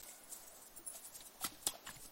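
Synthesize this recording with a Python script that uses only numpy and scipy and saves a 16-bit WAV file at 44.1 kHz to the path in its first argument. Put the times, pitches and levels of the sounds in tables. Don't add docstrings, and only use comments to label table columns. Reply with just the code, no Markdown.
import sys
import numpy as np
from scipy import signal
from scipy.fft import rfft, irfft, next_fast_len
from scipy.io import wavfile
from scipy.ndimage import uniform_filter1d

SR = 44100
rng = np.random.default_rng(int(sys.argv[2]) if len(sys.argv) > 2 else 0)


def ratio_of_db(decibels):
    return 10 ** (np.asarray(decibels, float) / 20)


def master_out(mix):
    frames = np.transpose(np.atleast_2d(mix))
    ceiling = np.clip(frames, -1, 1)
    pcm = np.round(ceiling * 32767).astype(np.int16)
    wavfile.write(sys.argv[1], SR, pcm)


N = 93183
FFT = next_fast_len(N)
TIME = np.arange(N) / SR


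def curve(points, hz):
    p = np.array(points, float)
    return np.interp(np.log(np.maximum(hz, 1)), np.log(p[:, 0]), p[:, 1])


def colour(x, points):
    gain = ratio_of_db(curve(points, np.fft.rfftfreq(FFT, 1 / SR)))
    y = irfft(rfft(x, FFT) * gain, FFT)[:N]
    return y / np.sqrt(np.mean(y ** 2))


def walk(rate):
    k = max(int(SR / rate), 2)
    held = np.repeat(rng.standard_normal(N // k + 1), k)
    return 1.3 * uniform_filter1d(uniform_filter1d(held, k), k)[:N]


def bands(x, gains):
    hz = np.maximum(np.fft.rfftfreq(FFT, 1 / SR), 1)
    spectrum, out = rfft(x, FFT), 0
    for centre in 40 * 2 ** np.arange(0, 9.5, .5):
        overlap = np.clip(1 - 2 * np.abs(np.log2(hz / centre)), 0, 1)
        out = out + irfft(spectrum * overlap, FFT)[:N] * gains(centre)
    return out


def strike(out, s, db, hz, t60, rise_s):
    i = int(s * SR)
    t = np.arange(min(int(t60 * 1.5 * SR) + 8, N - i)) / SR
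    onset = 1 - np.exp(-(t / rise_s) ** 2)
    decay = np.exp(-np.log(1000) * t / t60)
    out[i:i + len(t)] += ratio_of_db(db) * onset * decay * np.sin(2 * np.pi * hz * t)


def crackle():
    grains_per_s, spread_db = 12000, 1.8
    hit = rng.random(N) < grains_per_s / SR
    size = np.minimum(rng.exponential(size=N), 3.5)
    return hit * ratio_of_db(spread_db * size) * rng.standard_normal(N)


# peak in seconds, level in dB,
# rise in seconds, fall in seconds, litter share in dB.
PAW_SWEEPS = [(.005, -54, 0.021, 0.072, -8.5), (0.0358, -47, 0.0015, 0.0024, -9),
              (.031, -56, 0.0045, 0.0017, -22), (.087, -57, 0.0025, 0.013, -33),
              (0.09, -54.5, 0.034, 0.11, -12), (.24, -79, .015, 0.017, 2), (0.327, -49, 0.029, 0.11, -20),
              (0.48, -52.5, 0.017, 0.0065, -41), (0.571, -55.5, 0.026, 0.03, -27),
              (0.619, -54, 0.0037, 0.023, -28.5), (0.666, -52.5, 0.0065, 0.021, -27),
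              (0.956, -50, 0.03, 0.04, -10), (1.055, -50, 0.024, 0.042, -18.5),
              (1.159, -48.5, 0.02, 0.047, -15), (1.213, -60.5, 0.011, 0.0063, 3.5),
              (1.274, -52.5, 0.022, 0.013, -28), (.775, -55, 0.0071, 0.017, -22),
              (0.877, -56, 0.0037, 0.014, -30),
              (1.417, -56.5, 0.0093, 0.029, -1), (1.435, -50.5, 0.011, 0.0053, -4.5),
               (1.4447, -39.5, 0.0071, 0.0033, -4.5), (1.45, -35.5, 0.0024, 0.005, -4.5),
               (1.465, -46.5, 0.021, 0.011, 1.5), (1.522, -67.5, 0.075, 0.092, 5.5),
               (1.628, -51.5, 0.003, 0.013, -17), (1.6679, -31.5, 0.0018, 0.0058, -16),
               (1.673, -33, 0.0024, 0.0028, -3), (1.678, -36, 0.0044, 0.0019, -2),
               (1.689, -45, 0.0063, 0.021, -5.5), (1.753, -59.5, 0.058, 0.033, 2),
               (1.871, -55, 0.01, 0.037, 0.5), (1.907, -51, 0.0096, 0.012, -5.5),
               (1.965, -55.5, 0.025, 0.0059, -2.5), (2.032, -54.5, 0.04, 0.052, -11),
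               (2.061, -50.5, 0.012, 0.004, -11.5)]
# frequency in Hz, level in dB per Hz.
HEATHER_SPECTRUM = [(2500, -23), (4000, -13.5), (6000, -7.5), (8000, 1), (10500, -1), (12500, -6.5),
                    (15800, -9.5)]
# frequency in Hz, level in dB per Hz.
LITTER_SPECTRUM = [(120, -6), (400, -5.5), (1150, 0.5), (1600, -4.5), (2200, -3.5), (3500, 1.5),
                   (5500, -1.5), (12000, -24.5)]


def paws():
    tips_power, litter_power = np.zeros(N), np.zeros(N)
    for s, db, rise, fall, litter_db in PAW_SWEEPS:
        before = np.abs((s - TIME) / rise) ** 1.4
        after = (TIME - s) / fall
        power = ratio_of_db(db) ** 2 * np.exp(-2 * np.where(TIME < s, before, after))
        tips_power += power
        litter_power += power * ratio_of_db(litter_db) ** 2
    tips = bands(colour(crackle(), HEATHER_SPECTRUM), lambda hz: ratio_of_db(3.2 * walk(180)))
    litter = bands(colour(crackle(), LITTER_SPECTRUM), lambda hz: ratio_of_db(2.6 * walk(min(hz / 12, 150))))
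    return np.sqrt(tips_power) * tips + np.sqrt(litter_power) * litter


# start in seconds, peak in dB, pitch in Hz, T60 in seconds.
TWIG_SNAPS = [(.035, -26, 12650, 0.0018), (.088, -43.5, 644, 0.014), (.09, -47.5, 2170, 0.017),
              (.79, -53, 336, 0.17), (.947, -48.5, 685, 0.05), (.958, -26, 7040, 0.0015),
              (.9625, -40, 6430, 0.0019), (1.206, -39.5, 3910, 0.011), (1.412, -41, 763, 0.052),
              (1.441, -32, 1326, 0.03), (1.446, -42, 2000, 0.058), (1.447, -29, 283, 0.022),
              (1.52, -48.5, 303, 0.078), (1.6664, -28, 12300, 0.0011), (1.669, -32, 9800, 0.0098),
              (1.673, -45, 490, 0.0087), (1.6765, -32, 7150, 0.0067), (1.677, -30.5, 9700, 0.0071),
              (1.678, -42, 4300, .02), (1.668, -33, 16000, .002), (1.672, -35, 2060, 0.0066),
              (1.673, -32.5, 830, 0.019), (1.675, -43, 3650, 0.0034), (1.674, -26, 255, 0.014),
              (1.717, -47, 1054, 0.032), (1.738, -43, 640, 0.031), (1.753, -39.5, 692, 0.03),
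              (1.87, -34.5, 2930, 0.0097), (1.872, -41, 1115, 0.032), (1.89, -36, 1710, 0.022),
              (1.891, -35, 994, 0.013), (1.888, -43, 141, 0.048), (1.866, -43.5, 1640, 0.0075),
              (1.882, -44, 2960, 0.021), (1.966, -47.5, 2150, 0.02), (1.964, -41.5, 129, .05),
              (1.443, -54, 8800, 0.0068), (1.447, -27, 11020, 0.0076), (1.446, -31, 7350, 0.0098),
               (1.4485, -33, 4860, 0.023), (1.455, -34.5, 4070, 0.012), (1.458, -48.5, 1160, 0.028),
               (1.46, -38, 4900, 0.0093), (1.465, -46, 2670, 0.0042), (1.468, -44, 3880, 0.0033),
               (1.687, -39, 3330, 0.043), (1.87, -50, 2100, 0.02), (1.871, -40.5, 7710, 0.016),
               (1.877, -46.5, 7080, .05), (1.895, -44, 223, 0.035), (1.905, -39.5, 9700, 0.0094),
               (1.909, -38, 1510, 0.0074), (1.874, -40, 1870, 0.016), (1.884, -46, 1300, 0.018),
               (1.898, -47, 2500, 0.0089), (1.956, -53, 110, 0.062), (1.93, -55.5, 293, .1),
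               (1.941, -52, 7000, 0.096), (2.051, -57.5, 277, 0.081), (0.03, -46, 13300, 0.007),
               (.062, -48, 610, 0.022), (0.332, -31, 7670, .003), (1.265, -56.5, 3920, 0.053),
               (1.725, -52, 3530, 0.013), (1.71, -49, 2720, 0.023)]
# pitch in Hz, level in dB before the soft onset and fast decay.
BIG_SNAP = [(9600, 2), (7600, -4)]


def twigs():
    out = np.zeros(N)
    for s, db, hz, t60 in TWIG_SNAPS:
        rise_s = 1.1 / hz
        second_hz = hz * (1.14 + .03 * rng.standard_normal())
        strike(out, s, db, hz, t60, rise_s)
        strike(out, s, db - 8, second_hz, t60 * .7, rise_s)
    for hz, db in BIG_SNAP:
        strike(out, 1.66785, db, hz, t60=.0016, rise_s=.0004)
    return out


# start in seconds, peak in dB, struck edge from 0 to 1.
TAG_CHINKS = [(0.235, -49, 0.16), (0.299, -56, 0.1), (0.761, -55, 1), (0.77, -43, 0.63), (.781, -59, 0.86),
              (0.864, -40.5, 0.49), (0.8729, -33, 0), (0.885, -43, 0.34), (0.9, -41, 0.17),
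              (0.915, -50, 0.16), (1.244, -56, 0.15), (1.408, -44.5, 0.2), (1.424, -46.5, 0.6),
              (1.441, -50.5, 1)]
# frequency in Hz, level from edge 0 in dB,
# level from edge 1 in dB, T60 in seconds.
TAG_MODES = [(10190, -3.5, -7.5, 0.11), (9815, -7, -12, 0.067), (15600, -14, -1, 0.13),
             (9120, -19.5, -25, 0.041), (8700, -24, -3.5, 0.07), (7380, -21.5, 2.5, 0.047),
             (9450, -20, 2, 0.06), (13230, -19, 3, 0.05), (8250, -19, -15, 0.05),
             (10600, -10.5, -24, 0.046), (5400, -27.5, -24, 0.062), (11250, -19, -8, .06)]


def tag():
    out = np.zeros(N)
    for s, db, edge in TAG_CHINKS:
        for hz, edge0_db, edge1_db, t60 in TAG_MODES:
            mode_db = edge0_db + edge * (edge1_db - edge0_db)
            wobble = 1 + 0.0024 * rng.standard_normal()
            strike(out, s, db + mode_db, hz * wobble, t60, rise_s=.0008)
    return out * ratio_of_db(1.2 * walk(200))


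def trees(dog):
    level_db, t60_s = -13, .1
    t = np.arange(8000) / SR
    tail = rng.standard_normal(len(t)) * np.exp(-np.log(1000) * t / t60_s) * (t > .003)
    return ratio_of_db(level_db) * signal.fftconvolve(dog, tail / np.sqrt(np.sum(tail ** 2)))[:N]


# frequency in Hz, width in Hz, level in dB.
BRANCH_HUMS = [(1451, 71, -71), (2150, 210, -73), (685, 210, -80)]


def branch():
    out = np.zeros(N)
    for hz, width, db in BRANCH_HUMS:
        peak = [(hz - 2 * width, -40), (hz, 0), (hz + 2 * width, -40)]
        out += ratio_of_db(db) * colour(rng.standard_normal(N), peak)
    return out * np.exp(-TIME / 0.36)


# frequency in Hz, level in dB per Hz.
HUSH_SPECTRUM = [(65, -43.5), (140, -11.5), (285, -0.5), (460, -3.5), (660, 0), (2450, -13), (8700, -11),
                 (16000, -11)]


def hush():
    level_db, swell = -60.5, walk(6.2)
    noise = colour(rng.standard_normal(N), HUSH_SPECTRUM)
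    return ratio_of_db(level_db) * bands(noise, lambda hz: ratio_of_db(0.66 * swell + 1.06 * walk(14.06)))


# time in seconds, level in dB.
GUST_LEVELS = [(0.0, -74), (0.15, -83.5), (0.25, -74.5), (0.32, -81), (0.82, -71), (0.97, -81.5),
               (1.06, -72.5), (1.1, -75), (1.19, -72), (1.34, -81), (1.46, -62), (1.58, -71), (1.7, -72.5),
               (1.81, -87), (1.9, -61), (1.94, -70), (2.09, -72), (2.11, -78)]
# frequency in Hz, level in dB per Hz.
WIND_SPECTRUM = [(8, 2.5), (25, -5.5), (60, -16.5), (200, -21), (600, -58)]


def wind():
    gusts = np.array(GUST_LEVELS)
    level_db = np.interp(TIME, gusts[:, 0], gusts[:, 1]) + 7 + 2.8 * walk(24)
    return ratio_of_db(level_db) * colour(rng.standard_normal(N), WIND_SPECTRUM)


def scene():
    dog = paws() + twigs() + tag()
    return (dog + trees(dog) + branch() + hush() + wind())[None]


# frequency in Hz, step over band rms in dB.
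STEP_SIZES = [(300, -12), (2500, -3), (4500, 5), (6300, 6.5), (7500, 11), (10000, 12), (12000, 8.5),
              (15800, 6)]


def thrift(x):
    hop, band, shift, top_hz = 940, 20, 603, 15900
    quiet_db, follow, jitter_db = -66, .9, 1.8
    starve_db, starve_s, jolt_db, linger_db = 1.5, .13, 14, 2.5
    x = np.pad(x, (hop + shift, 3 * hop))
    count = len(x) // hop - 1
    n, k = np.arange(2 * hop) + .5, np.arange(hop) + .5
    window = np.sin(np.pi / 2 * np.sin(np.pi * n / (2 * hop)) ** 2)
    cosines = np.cos(np.pi / hop * np.outer(n + hop / 2, k)) * np.sqrt(2 / hop)
    basis = window[:, None] * cosines
    where = hop * np.arange(count)[:, None] + np.arange(2 * hop)
    lines, hz = x[where] @ basis, k * SR / (2 * hop)
    band_db = 10 * np.log10(np.mean(lines.reshape(count, -1, band) ** 2, axis=2) + 1e-12)

    slopes = np.diff(x[where], prepend=0).reshape(count, 20, -1)
    slices = 10 * np.log10(np.mean(slopes ** 2, axis=2) + 1e-12)
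    jolt = (np.max(slices[:, 2:] - slices[:, :-2], axis=1) > jolt_db) & (slices.max(axis=1) > -29)
    starve = np.convolve(jolt, np.hanning(int(2 * starve_s * SR / hop))[2:])[:count]

    near_db = uniform_filter1d(band_db, size=7, axis=1)
    near_db[1:] = near_db[1:] + np.clip(near_db[:-1] - near_db[1:] - 2, 0, linger_db)
    scatter = uniform_filter1d(2 * rng.standard_normal(band_db.shape), size=3, axis=1)
    step_db = quiet_db + follow * (near_db - quiet_db) + jitter_db * scatter
    step_db += (starve_db * np.minimum(starve, 1) - 20 * jolt)[:, None]
    step = ratio_of_db(np.repeat(step_db, band, axis=1) + curve(STEP_SIZES, hz))
    lines = np.sign(lines) * np.floor(np.abs(lines) / step + .4) * step
    lines = lines * (hz < top_hz + 400 * jolt[:, None])
    out = np.zeros(len(x))
    np.add.at(out, where, lines @ basis.T)
    return out[hop + shift:][:N]


def low_pass(x):
    return signal.sosfilt(signal.butter(12, 16980, fs=SR, output="sos"), x)


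def record(dry):
    centre_s, length_s, edge_s = 0.02134, 0.0081, 0.00044
    away = np.abs(TIME - centre_s) - length_s / 2
    gate = np.clip(away / edge_s + .5, .01, 1)
    return low_pass(thrift(dry[0])[None] * gate)


dry = scene()
out = record(dry)
master_out(out)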